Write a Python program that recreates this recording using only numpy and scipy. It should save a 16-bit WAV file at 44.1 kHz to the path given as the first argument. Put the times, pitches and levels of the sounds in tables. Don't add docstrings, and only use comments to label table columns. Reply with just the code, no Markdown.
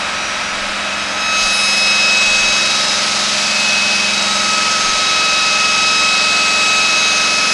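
import sys
import numpy as np
from scipy import signal
from scipy.fft import rfft, irfft, next_fast_len
from scipy.io import wavfile
from scipy.ndimage import map_coordinates

SR = 44100
rng = np.random.default_rng(int(sys.argv[2]) if len(sys.argv) > 2 else 0)


def wav_record(signal):
    frames = np.transpose(np.atleast_2d(signal))
    bounded = np.clip(frames, -1, 1)
    quanta = np.round(bounded * 32767).astype(np.int16)
    wavfile.write(sys.argv[1], SR, quanta)


N = 332073
TIME = np.arange(N) / SR
TOUCH_S, BITE_S = 0.88, 1.39


def gain_of(db):
    return 10 ** (np.asarray(db) / 20)


def unit_rms(x):
    return x / np.sqrt(np.mean(abs(x) ** 2) + 1e-20)


def curve(rows, column=1):
    columns = np.transpose(rows)
    return np.interp(TIME, columns[0], columns[column])


def coloured(x, points):
    size = next_fast_len(N)
    hz, db = np.transpose(points)
    eq_db = np.interp(np.log(np.fft.rfftfreq(size, 1 / SR) + 1), np.log(hz), db)
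    return unit_rms(irfft(rfft(x, size) * gain_of(eq_db), size)[:N])


def drift(rate_hz, size=2048):
    hz = np.fft.rfftfreq(size, N / SR / size)
    slow = irfft(rfft(rng.standard_normal(size)) * np.exp(-(hz / rate_hz) ** 2))
    return np.interp(TIME, np.linspace(0, N / SR, size), unit_rms(slow))


def tone(cycles, db, waver, rate_hz):
    angle = 2 * np.pi * (cycles + rng.random())
    direct = 1 + waver * drift(rate_hz)
    scattered = waver * drift(rate_hz)
    return gain_of(db) * unit_rms(direct * np.sin(angle) + scattered * np.cos(angle))


def turning_noise(turns, memory, size=2048):
    fresh = rng.standard_normal((int(turns[-1]) + 2, size))
    renewal = np.sqrt(1 - memory ** 2)
    rim, _ = signal.lfilter([renewal], [1, -memory], fresh[1:], axis=0, zi=memory * fresh[:1])
    return unit_rms(map_coordinates(rim.ravel(), [turns * size], order=3, mode="nearest"))


def high_tone_db(free_db, cut_db, flare_db, delay_s, width_s):
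    settled_db = np.interp(TIME, [TOUCH_S, BITE_S], [free_db, cut_db])
    flare = np.exp(-((TIME - BITE_S - delay_s) / width_s) ** 2)
    swell_db = 3.2 * (1 - flare) * drift(rate_hz=1.3)
    return settled_db + flare_db * flare + swell_db


# free level/dB, cutting level/dB, flare/dB, delay after bite/s, half-width/s
THIN_TONE_ENVELOPE = (-78, -68, 16, .26, .35)

def thin_tone():
    return tone(11735 * TIME, high_tone_db(*THIN_TONE_ENVELOPE), waver=.42, rate_hz=18)


# f/Hz, relative level/dB
RUMBLE_EQ = [(8, -12), (22, 10), (45, -2), (90, -9), (200, -35), (600, -80)]
# t/s, level/dB, half-width/s
PUFFS = [(0.617, -43, 0.13), (1.45, -38, 0.067), (2.3, -46, .1), (2.482, -38, 0.098), (4.91, -36, .06)]

def buffeting():
    puffs = sum(gain_of(db) * np.exp(-((TIME - at) / width) ** 2) for at, db, width in PUFFS)
    return (gain_of(-54.0) + puffs) * coloured(rng.standard_normal(N), RUMBLE_EQ)


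# f/Hz, relative level/dB
ROAR_EQ = [(12, -22), (25, -22), (60, -13.5), (160, -16.5), (330, -9.5), (460, -14.0), (560, -4.5),
           (800, -3.5), (1050, -4.5), (1400, 0.0), (1900, -3), (2500, -2.5), (3400, -7), (4800, -9.5),
           (6800, -16.5), (10300, -26.5), (11800, -46), (12400, -62)]

def roar(turns):
    swirl = rng.standard_normal(N) + gain_of(-5.0) * turning_noise(turns, memory=0.955)
    return gain_of(-20.5 + 0.067 * drift(6)) * coloured(swirl, ROAR_EQ)


# f/Hz, level/dB
MOTOR_TONES = [(98, -58), (550.5, -56), (591, -51), (612.5, -40.2), (831, -45.5)]

def motor():
    return sum(tone(hz * TIME, db, waver=0.082, rate_hz=2.5) for hz, db in MOTOR_TONES)


def groan_db(order):
    nearness = np.exp(-((order - 23.5) / 1.2) ** 2)
    peak_db, at_s, width_s = 7, 2.0, .7
    return peak_db * nearness * np.exp(-((TIME - at_s) / width_s) ** 2)


# t/s, level/dB
BOOM_LEVEL = [(0, -39), (.3, -42), (.72, -35), (1.2, -37), (1.8, -34.5), (2.7, -37.5), (3.6, -34),
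              (4.39, -31.5), (4.76, -37.5), (5.05, -48), (5.6, -39), (7.5, -40.5)]
# multiple of shaft speed (rounded in use), level/dB free, early cut, deep cut
DRONE_MIXES = [(3, -52.5, -62, -58), (5, -65, -53, -57.5), (6, -58.5, -43.5, -56.5), (7, -79, -49.5, -47),
               (8, -46.5, -52, -44.5), (10.2, -60, -39.5, -41), (11.07, -45.5, -58, -68),
               (12, -65, -44, -54), (13, -40, -66, -40.5), (14, -58, -53, -58), (15, -53.5, -49, -45),
               (18, -59, -45.5, -51.5), (19, -54, -52.5, -42.5), (20, -58, -58, -43),
               (22, -47.5, -50.5, -51.5), (23, -46, -44.5, -49), (24, -52, -42.5, -53), (25, -43, -53, -67),
               (27, -49, -39, -37.5)]
# t/s, position (0 free, 1 early cut, 2 deep cut)
DRONE_MORPH = [(1.1, 0.15), (1.6, .6), (3.4, 1.23), (4.5, 1.5), (5.2, 1.7), (6.3, 1.95)]

def frame_drone(turns):
    boom_order, trim_db = 9, -0.4
    morph = curve(DRONE_MORPH)
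    orders = [(boom_order, curve(BOOM_LEVEL))]
    orders += [(round(order), np.interp(morph, [0, 1, 2], levels)) for order, *levels in DRONE_MIXES]
    drone = np.zeros(N)
    for order, db in orders:
        lag = 0.8 * np.arctan(order - boom_order) + 0.46 * drift(1.34)
        lag += rng.uniform(0, 2 * np.pi) * (order > boom_order + 2)
        partial = unit_rms(np.cos(2 * np.pi * order * turns - lag))
        drone += gain_of(db + trim_db + groan_db(order)) * partial
    return drone


# f/Hz, base level/dB
BLADE_MODES = [(5792, -38), (6062, -48), (7994, -48)]
# t/s, gain/dB
RING_RIDE = [(0, 1), (.25, 2.5), (.5, 2.5), (.7, -4), (1.2, -3)]

def blade_ring(load):
    envelope = np.clip(1 - load, 0, 1) * gain_of(curve(RING_RIDE))
    return envelope * sum(tone(hz * TIME, db, waver=.4, rate_hz=8) for hz, db in BLADE_MODES)


# f/Hz, relative level/dB
RASP_EQ = [(2500, -35), (4200, -14), (4600, 0), (4850, 4), (5300, -10), (6600, -12), (9000, -35)]

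def first_bite():
    level_db, delay_s, width_s = -24, 0.055, .05
    burst = np.exp(-((TIME - BITE_S - delay_s) / width_s) ** 2)
    return gain_of(level_db) * burst * coloured(rng.standard_normal(N), RASP_EQ)


# t/s, share of the cutting edge in the stone (0-1)
RIM_CONTACT = [(1.18, 0.12), (1.32, 0.35), (1.41, 0.93)]
# t/s, relative grinding level/dB, treble lift/dB
FEED = [(1.4, -23, 1), (1.55, -24.5, 0), (2.3, -21.8, 0.1), (3.3, -21.5, 1.5), (4.1, -22.5, 1),
        (5.5, -21.5, -.5), (6.3, -21, -1.5), (7.5, -22.5, 2)]

def feed():
    feed_db = curve(FEED)
    load = curve(RIM_CONTACT) * gain_of(feed_db - np.median(feed_db))
    return load, curve(FEED, column=2)


# f/Hz, relative level/dB
GRIND_EQ = [(500, -50), (1500, -24.5), (2200, -5.5), (3000, -4), (3700, -2), (4800, 1.5), (5700, -0.5),
            (6800, -6.5), (8500, -16), (10200, -19.5), (11000, -30), (11900, -36.5), (12400, -54)]
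# multiple of shaft speed, level/dB at load 1
UNEVEN_TONES = [(99, -40), (110, -44), (112, -43.5), (115, -38), (118, -44), (129, -39), (161, -58),
                (165, -40), (172, -38.5), (186, -41.5), (194, -45), (210, -48), (215, -43)]

def grinding(turns, load, grit_db):
    track = turning_noise(turns, memory=0.847)
    track = coloured(track, [(2000, -1), (4300, -1.5), (5500, -4.0), (9000, -1.5)])
    crumble = coloured(rng.standard_normal(N), [(2000, -6.5), (4000, -2), (5500, -0.5), (9000, -2.5)])
    scrape = coloured(track + gain_of(-4.5) * crumble, GRIND_EQ)
    treble = signal.sosfiltfilt(signal.butter(2, 5800, "high", fs=SR, output="sos"), scrape)
    scrape += (gain_of(grit_db) - 1) * treble
    pressure = gain_of(.5 * np.sin(2 * np.pi * turns) + 0.69 * turning_noise(turns, memory=.995, size=24))
    tones = sum(tone(order * turns, db, waver=0.28, rate_hz=5.3) for order, db in UNEVEN_TONES)
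    return load * (gain_of(-18.5) * pressure * scrape + tones)


def standing_wave_db(rows):
    return 20 * np.log10(curve([(at, gain_of(db)) for at, db in rows]))


# t/s, level/dB
WHINE_1 = [(0, -31), (1.15, -31.5), (1.33, -23), (1.55, -31), (2.45, -35.5), (2.85, -27.5), (4.1, -37.5),
           (4.47, -21.5), (5.1, -23), (6, -22), (7.5, -25.5)]
WHINE_2 = [(0, -33.5), (.65, -35), (.95, -27.5), (1.13, -38), (1.33, -19), (1.65, -19.5), (2.19, -14.5),
           (2.58, -19), (2.85, -33), (3.28, -33), (3.72, -17.7), (4.07, -19.5), (4.32, -38), (4.55, -22),
           (4.87, -30), (5.3, -19.3), (6.7, -17), (7.5, -21)]
WHINE_3 = [(0, -35), (1.13, -33.5), (1.36, -26.5), (1.85, -24.5), (2.55, -23.5), (2.9, -24), (3.03, -35),
           (3.3, -25.5), (3.5, -33), (3.99, -34), (4.26, -24), (4.65, -40), (5.25, -21.5), (5.6, -30.5),
           (5.92, -23.5), (6.4, -27), (7.02, -22), (7.5, -35)]
WHINE_4 = [(0, -43), (.9, -40.5), (1.35, -28), (1.8, -19.5), (2.3, -32), (2.55, -26), (3.35, -31),
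           (3.8, -32), (5.3, -30.5), (5.95, -25), (6.35, -37), (7.1, -35), (7.45, -26.5)]
# harmonic, free level/dB, cutting level/dB, flare/dB, delay after bite/s, half-width/s
WHINE_TOP = [(5, -47, -33, 5.5, 0.089, 0.33), (6, -52, -38.5, 7, 0.87, 0.18),
             (7, -60, -43.5, 11.5, 0.21, 0.17), (8, -63, -48, 14.5, 0.29, 0.32)]

def whine(turns):
    passes = 57 * turns
    partials = tone(passes, standing_wave_db(WHINE_1), waver=0.13, rate_hz=21)
    partials += tone(2 * passes, standing_wave_db(WHINE_2), waver=.047, rate_hz=53)
    partials += tone(3 * passes, standing_wave_db(WHINE_3), waver=0.17, rate_hz=12.4)
    partials += tone(4 * passes, standing_wave_db(WHINE_4), waver=.25, rate_hz=16)
    for harmonic, *envelope in WHINE_TOP:
        partials += tone(harmonic * passes, high_tone_db(*envelope), waver=0.28, rate_hz=35)
    return partials


# t/s, speed/(turns/s)
SHAFT_SPEED = [(0, 22.55), (1.4, 22.536), (2, 22.511), (2.8, 22.476), (5, 22.479), (6.5, 22.485)]

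def scene():
    turns = np.cumsum(curve(SHAFT_SPEED)) / SR
    load, grit_db = feed()
    tones = whine(turns) + thin_tone()
    flutter = gain_of(0.7 * turning_noise(turns, memory=0.98, size=8))
    lead = tones * flutter + first_bite() + grinding(turns, load, grit_db) + blade_ring(load)
    bed = roar(turns) + motor() + frame_drone(turns) + buffeting()
    return (lead + bed)[None]


def record(dry):
    ceiling, cutoff_hz = .76, 12200
    rounded = dry / (1 + (dry / ceiling) ** 8) ** (1 / 8)
    lowpass = signal.firwin(511, cutoff_hz, window=("kaiser", 9), fs=SR)
    return signal.oaconvolve(rounded, lowpass[None], "same")


dry = scene()
out = record(dry)
wav_record(out)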